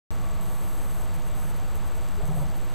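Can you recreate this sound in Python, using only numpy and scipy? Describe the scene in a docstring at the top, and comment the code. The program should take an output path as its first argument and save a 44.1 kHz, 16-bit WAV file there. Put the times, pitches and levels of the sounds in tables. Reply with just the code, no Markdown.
"""Airlock burp over machine rumble

Gas leaves a fermenting bucket once: decaying low sines for the lid, rising sines for bubbles and froth.
A lens motor ticks and whirs as pulsed noise through body resonances; electronics add sines and hiss.
Shaped noise and narrow hums make the steady utility room. A small camera listens in mono, and the two
channels carry opposite offsets from the moment the sound switches on."""
import sys
import numpy as np
from scipy import signal
from scipy.fft import rfft, irfft
from scipy.io import wavfile

SR = 44100
rng = np.random.default_rng(int(sys.argv[2]) if len(sys.argv) > 2 else 0)


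def invert_db(level):
    """Linear amplitude ratio for a level in decibels (20 dB per decade), elementwise."""
    return 10 ** (np.asarray(level, dtype=float) / 20)


def file_out(sig):
    """Save sig as 16-bit WAV at sys.argv[1]."""
    # one column per channel
    cols = np.atleast_2d(sig).T
    # limit, then scale
    lim = np.clip(cols, -1, 1)
    pcm = np.round(lim * 32767).astype(np.int16)
    wavfile.write(sys.argv[1], SR, pcm)


N = 120834  # samples
FRAMES_PER_S, FRAME_START_S = 29.97, .008  # the camera's frame clock


def rms_one(x):
    """Normalization: scale to unit root-mean-square."""
    return x / np.sqrt(np.mean(x ** 2) + 1e-20)


def drift(rate):
    """Low-pass random process: slow fluctuation with unit spread, computed every 40 samples."""
    r = np.exp(-80 * np.pi * rate / SR)
    noise = rng.standard_normal(N // 40 + 2002)
    slow = signal.lfilter([1], [1, -2 * r, r * r], noise)[2000:]  # the filter has settled
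    return np.interp(np.arange(N) / 40, np.arange(len(slow)), rms_one(slow))


def resonate(x, hz, width):
    """Damped resonance: a two-pole filter with unit gain at its peak."""
    r = np.exp(-np.pi * width / SR)
    zeros = [(1 - r * r) / 2, 0, (r * r - 1) / 2]
    poles = [1, -2 * r * np.cos(2 * np.pi * hz / SR), r * r]
    return signal.lfilter(zeros, poles, x)


def body(x, peaks):
    """Modal superposition: parallel resonances, each passed twice, with alternating signs."""
    out = 0
    for k, (hz, width, db) in enumerate(peaks):
        mode = resonate(resonate(x, hz, width), hz, width)
        out = out + (-1) ** k * invert_db(db) * mode
    return out


def blips(rows, rise_s, t60_of, glide):
    """Damped free oscillation: sines swell and decay; frequency rises by 2 * glide of itself per second."""
    age = np.arange(SR // 2) / SR
    swell = 1 - np.exp(-(age / rise_s) ** 2)
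    out = np.zeros(N + SR)
    for s, db, hz in rows:
        start = int(s * SR)
        decay = invert_db(db - 60 * age / t60_of(hz))
        tone = np.sin(2 * np.pi * hz * age * (1 + glide * age))
        out[start:start + len(age)] += decay * swell * tone
    return out[:N]


# Glugs of gas leaving the bucket: t/s, level/dB (before swell and decay), f/Hz
GLUG_EVENTS = [(2.230, -21, 152), (2.263, -46, 155), (2.284, -18.5, 156), (2.304, -21.5, 170),
               (2.334, -23.5, 170.6), (2.367, -18.5, 141.6), (2.393, -25, 143), (2.407, -18.5, 144),
               (2.437, -29, 157), (2.486, -26.5, 146)]


def bucket_lid():
    """Damped oscillation at constant frequency: low glugs of the bucket lid."""
    rise_s, t60_s = .007, .105
    return blips(GLUG_EVENTS, rise_s, lambda hz: t60_s, 0)


# Bubbles in the airlock chamber: t/s, level/dB (before swell and decay), starting f/Hz
BUBBLE_EVENTS = [(2.180, -28, 400), (2.200, -27, 686), (2.222, -28, 622), (2.236, -40, 388),
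                 (2.283, -30, 1050), (2.287, -31.5, 384), (2.288, -26, 1275), (2.303, -32, 600),
                 (2.306, -28, 756), (2.320, -36, 907), (2.362, -27, 706), (2.378, -42, 544),
                 (2.412, -29, 558), (2.436, -42, 637)]
# Froth of small random bubbles: start t/s, length t/s, lowest f/Hz, highest f/Hz
FROTH = [(2.19, .055, 450, 900), (2.278, .04, 650, 1600), (2.352, .075, 480, 1000)]


def water_trap():
    """Bubble resonance with constant decay in cycles: clear bubbles and bursts of froth in the airlock."""
    rise_s, cycles_to_60_db, glide_per_s = .008, 45.0, .5
    froth_db, spread_db = -37.5, 1  # spread per natural-log unit of size
    froth = []
    for s, length, low_hz, high_hz in FROTH:
        for when, size, pitch in rng.random((24, 3)):
            db = froth_db + spread_db * np.log(size)
            hz = low_hz * (high_hz / low_hz) ** pitch
            froth.append((s + length * when, db, hz))
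    return blips(BUBBLE_EVENTS + froth, rise_s, lambda hz: cycles_to_60_db / hz, glide_per_s)


# Lens motor runs: start t/s, length t/s
MOTOR_RUNS = [(.408, .645), (1.140, .027), (1.258, .028), (1.349, .166), (1.558, .022), (1.747, .035),
              (1.858, .027), (1.958, .024), (2.255, .029), (2.350, .085), (2.556, .029)]
# Camera body driven by the running motor: f/Hz, width/Hz (each pass), relative level/dB
RUNNING_MODES = [(6300, 800, -8), (7780, 400, -4), (8280, 500, 0), (9350, 800, -11), (11050, 1100, -3.5),
                 (12750, 600, 3), (14050, 700, -13)]
# Lag of each of those resonances within a step: t/s
MODE_LAGS = [.005, .001, .001, .007, .006, .0007, .0005]


def motor_running():
    """Amplitude modulation: steps and their teeth pulse the noise that drives the body resonances."""
    run_db, edge_s, steps_per_s = -50.5, .003, 134
    step_depth_db, teeth_depth_db = 5.5, 3.0
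    t = np.arange(N) / SR
    gate = 0
    for s, length in MOTOR_RUNS:
        gate = gate + np.clip(np.minimum(t - s, s + length - t) / edge_s + .5, 0, 1)
    turn = 2 * np.pi * steps_per_s * (t - np.c_[MODE_LAGS])  # one row per resonance
    step_db = step_depth_db * np.cos(turn)
    teeth_db = teeth_depth_db * np.cos(3 * turn)  # three teeth a step
    rattle = invert_db(step_db + teeth_db + 0.5 * drift(65)) * rng.standard_normal(N)
    modes = sum((-1) ** k * body(rattle[k], [peak]) for k, peak in enumerate(RUNNING_MODES))
    return invert_db(run_db) * gate * rms_one(modes)


# Ticks after the start of each frame, before jitter: t/s
FRAME_TICKS = [0, .0075, .0125, .023]
# Camera body under the idling motor: f/Hz, width/Hz (each pass), relative level/dB
IDLING_MODES = [(6140, 1230, -3.5), (7780, 1050, -2), (8400, 750, -1), (9290, 540, -6.5), (11100, 1750, -8),
                (12850, 1550, -1), (13700, 600, -32)]


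def motor_idling():
    """Impulsive excitation: decaying ticks in every frame modulate noise through the body resonances."""
    idle_db, jitter_s = -55, .0012
    tick_db, tick_spread_db, tick_t60_s = 10.5, 3.5, .0067  # tick level relative to the steady noise
    frames = FRAME_START_S + np.arange(83) / FRAMES_PER_S
    at = (frames[:, None] + FRAME_TICKS).ravel()
    at = at + jitter_s * rng.standard_normal(len(at))
    ticks = np.zeros(N + SR)
    ticks[(at * SR).astype(int)] = invert_db(tick_db + tick_spread_db * rng.standard_normal(len(at)))
    decay_per_sample = invert_db(-60 / (tick_t60_s * SR))
    shake = 1 + signal.lfilter([1], [1, -decay_per_sample], ticks[:N])
    return invert_db(idle_db) * rms_one(body(shake * rng.standard_normal(N), IDLING_MODES))


# Steady tones of the electronics: f/Hz, level/dB (rms)
STEADY_TONES = [(6000, -75), (7492.5, -69), (8230, -78), (11000, -77), (12000, -78), (13000, -80),
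                (14000, -82)]
# Chirp level in a cycle of three frames: relative level/dB
CHIRP_CYCLE = [0, -6, -9]


def electronics():
    """Periodic gating: a whine and a fixed-frequency chirp follow the frames, over steady tones and hiss."""
    whine_hz, whine_db, whine_gap_s = 14985, -67, .009  # silent at the start of each frame
    chirp_hz, chirp_db, chirp_spread_db, chirp_length_s = 7867, -56.5, 3.5, .014
    chirp_rest_db, hiss_db = -69, -58.5  # the chirp tone never falls below its rest level
    t = np.arange(N) / SR
    frame, part = np.divmod((t - FRAME_START_S) * FRAMES_PER_S, 1)
    frame = frame.astype(int)
    into = part / FRAMES_PER_S  # seconds into the frame

    to_edge = np.minimum(into - whine_gap_s, 1 / FRAMES_PER_S - into)
    gate = np.clip(to_edge / .001, 0, 1)  # 1 ms ramps
    whine = invert_db(whine_db) * gate * np.sin(2 * np.pi * whine_hz * t)

    strength = invert_db(chirp_db + chirp_spread_db * rng.standard_normal(90))[frame]
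    strength = strength * invert_db(np.take(CHIRP_CYCLE, frame % 3))
    swell = np.sin(np.pi * np.clip(into / chirp_length_s, 0, 1))
    chirp = (invert_db(chirp_rest_db) + strength * swell) * np.sin(2 * np.pi * chirp_hz * t)

    tones = sum(invert_db(db) * np.sin(2 * np.pi * (hz * t + rng.random())) for hz, db in STEADY_TONES)
    sines = np.sqrt(2) * (whine + chirp + tones)  # rms to peak
    return sines + invert_db(hiss_db) * rng.standard_normal(N)


# Narrow hums of machines: f/Hz, width/Hz (each of two passes), level/dB (rms)
MACHINE_HUMS = [(17.5, 3, -39), (160, 12, -56), (641, 30, -57), (768, 10, -62), (903, 20, -63),
                (1138, 1, -58), (1501, 8, -68)]


def machine_hums():
    """Narrow-band filtering: resonances turn noise into hums of wavering level."""
    out = 0
    for hz, width, db in MACHINE_HUMS:
        hum = body(rng.standard_normal(N + SR), [(hz, width, 0)])[SR:]  # first second settles
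        out = out + invert_db(db) * rms_one(hum)
    return out


# Spectrum of the room noise: f/Hz, relative level/dB (per Hz)
ROOM_SPECTRUM = [(5, -2.5), (10, -2), (24, -5.5), (30, -11), (44, -26.5), (58, -12), (67, -3.5), (80, -7),
                 (115, -14), (156, -11.5), (198, -14), (219, -24), (263, -18.5), (291, -22.5), (358, -20),
                 (386, -27), (439, -21), (519, -21), (568, -22.5), (629, -22), (926, -22.5), (1080, -26),
                 (1170, -24), (1590, -31), (4560, -40), (5600, -47), (7280, -58), (12300, -120)]


def room_air():
    """Spectral shaping: white noise is weighted by the room's spectrum on a log-frequency axis."""
    hz, db = np.transpose(ROOM_SPECTRUM)
    grid = np.arange(N // 2 + 1) * SR / N + 1  # 1 Hz up, to avoid log 0
    weight = invert_db(np.interp(np.log(grid), np.log(hz), db))
    return invert_db(-37) * rms_one(irfft(rfft(rng.standard_normal(N)) * weight, N))


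def scene():
    """Linear superposition: all sources add at one microphone, which feeds both channels."""
    burp = bucket_lid() + water_trap()
    camera = motor_running() + motor_idling() + electronics()
    room = machine_hums() + room_air()
    return np.tile(burp + camera + room, (2, 1))


# Notches of the microphone housing: f/Hz, width/Hz, depth (0 to 1)
HOUSING_NOTCHES = [(5500, 500, .45), (8820, 300, .55), (9950, 300, .4), (12150, 750, .65),
                   (13600, 300, .35)]


def housing(x):
    """Resonant cancellation: subtracting each resonance cuts a notch at its frequency."""
    for hz, width, depth in HOUSING_NOTCHES:
        x = x - depth * resonate(x, hz, width)
    return x


def band_limit(x):
    """A steep low-pass at the top of the band."""
    return signal.sosfilt(signal.butter(12, 16220, fs=SR, output="sos"), x)


def record(dry):
    """Band limiting and constant bias: notches, a steep treble cut, offsets and an abrupt switch-on."""
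    cutoff_hz, offset, on_s = 15330, .0569, .1059
    treble_cut = signal.cheby2(24, 35, cutoff_hz, fs=SR, output="sos")  # 35 dB down from the cutoff
    x = signal.sosfilt(treble_cut, housing(dry))
    x = x + offset * np.array([[-1], [1]])  # left below zero, right above
    switched_on = np.arange(N) >= on_s * SR
    return band_limit(x * switched_on)


dry = scene()
out = record(dry)
file_out(out)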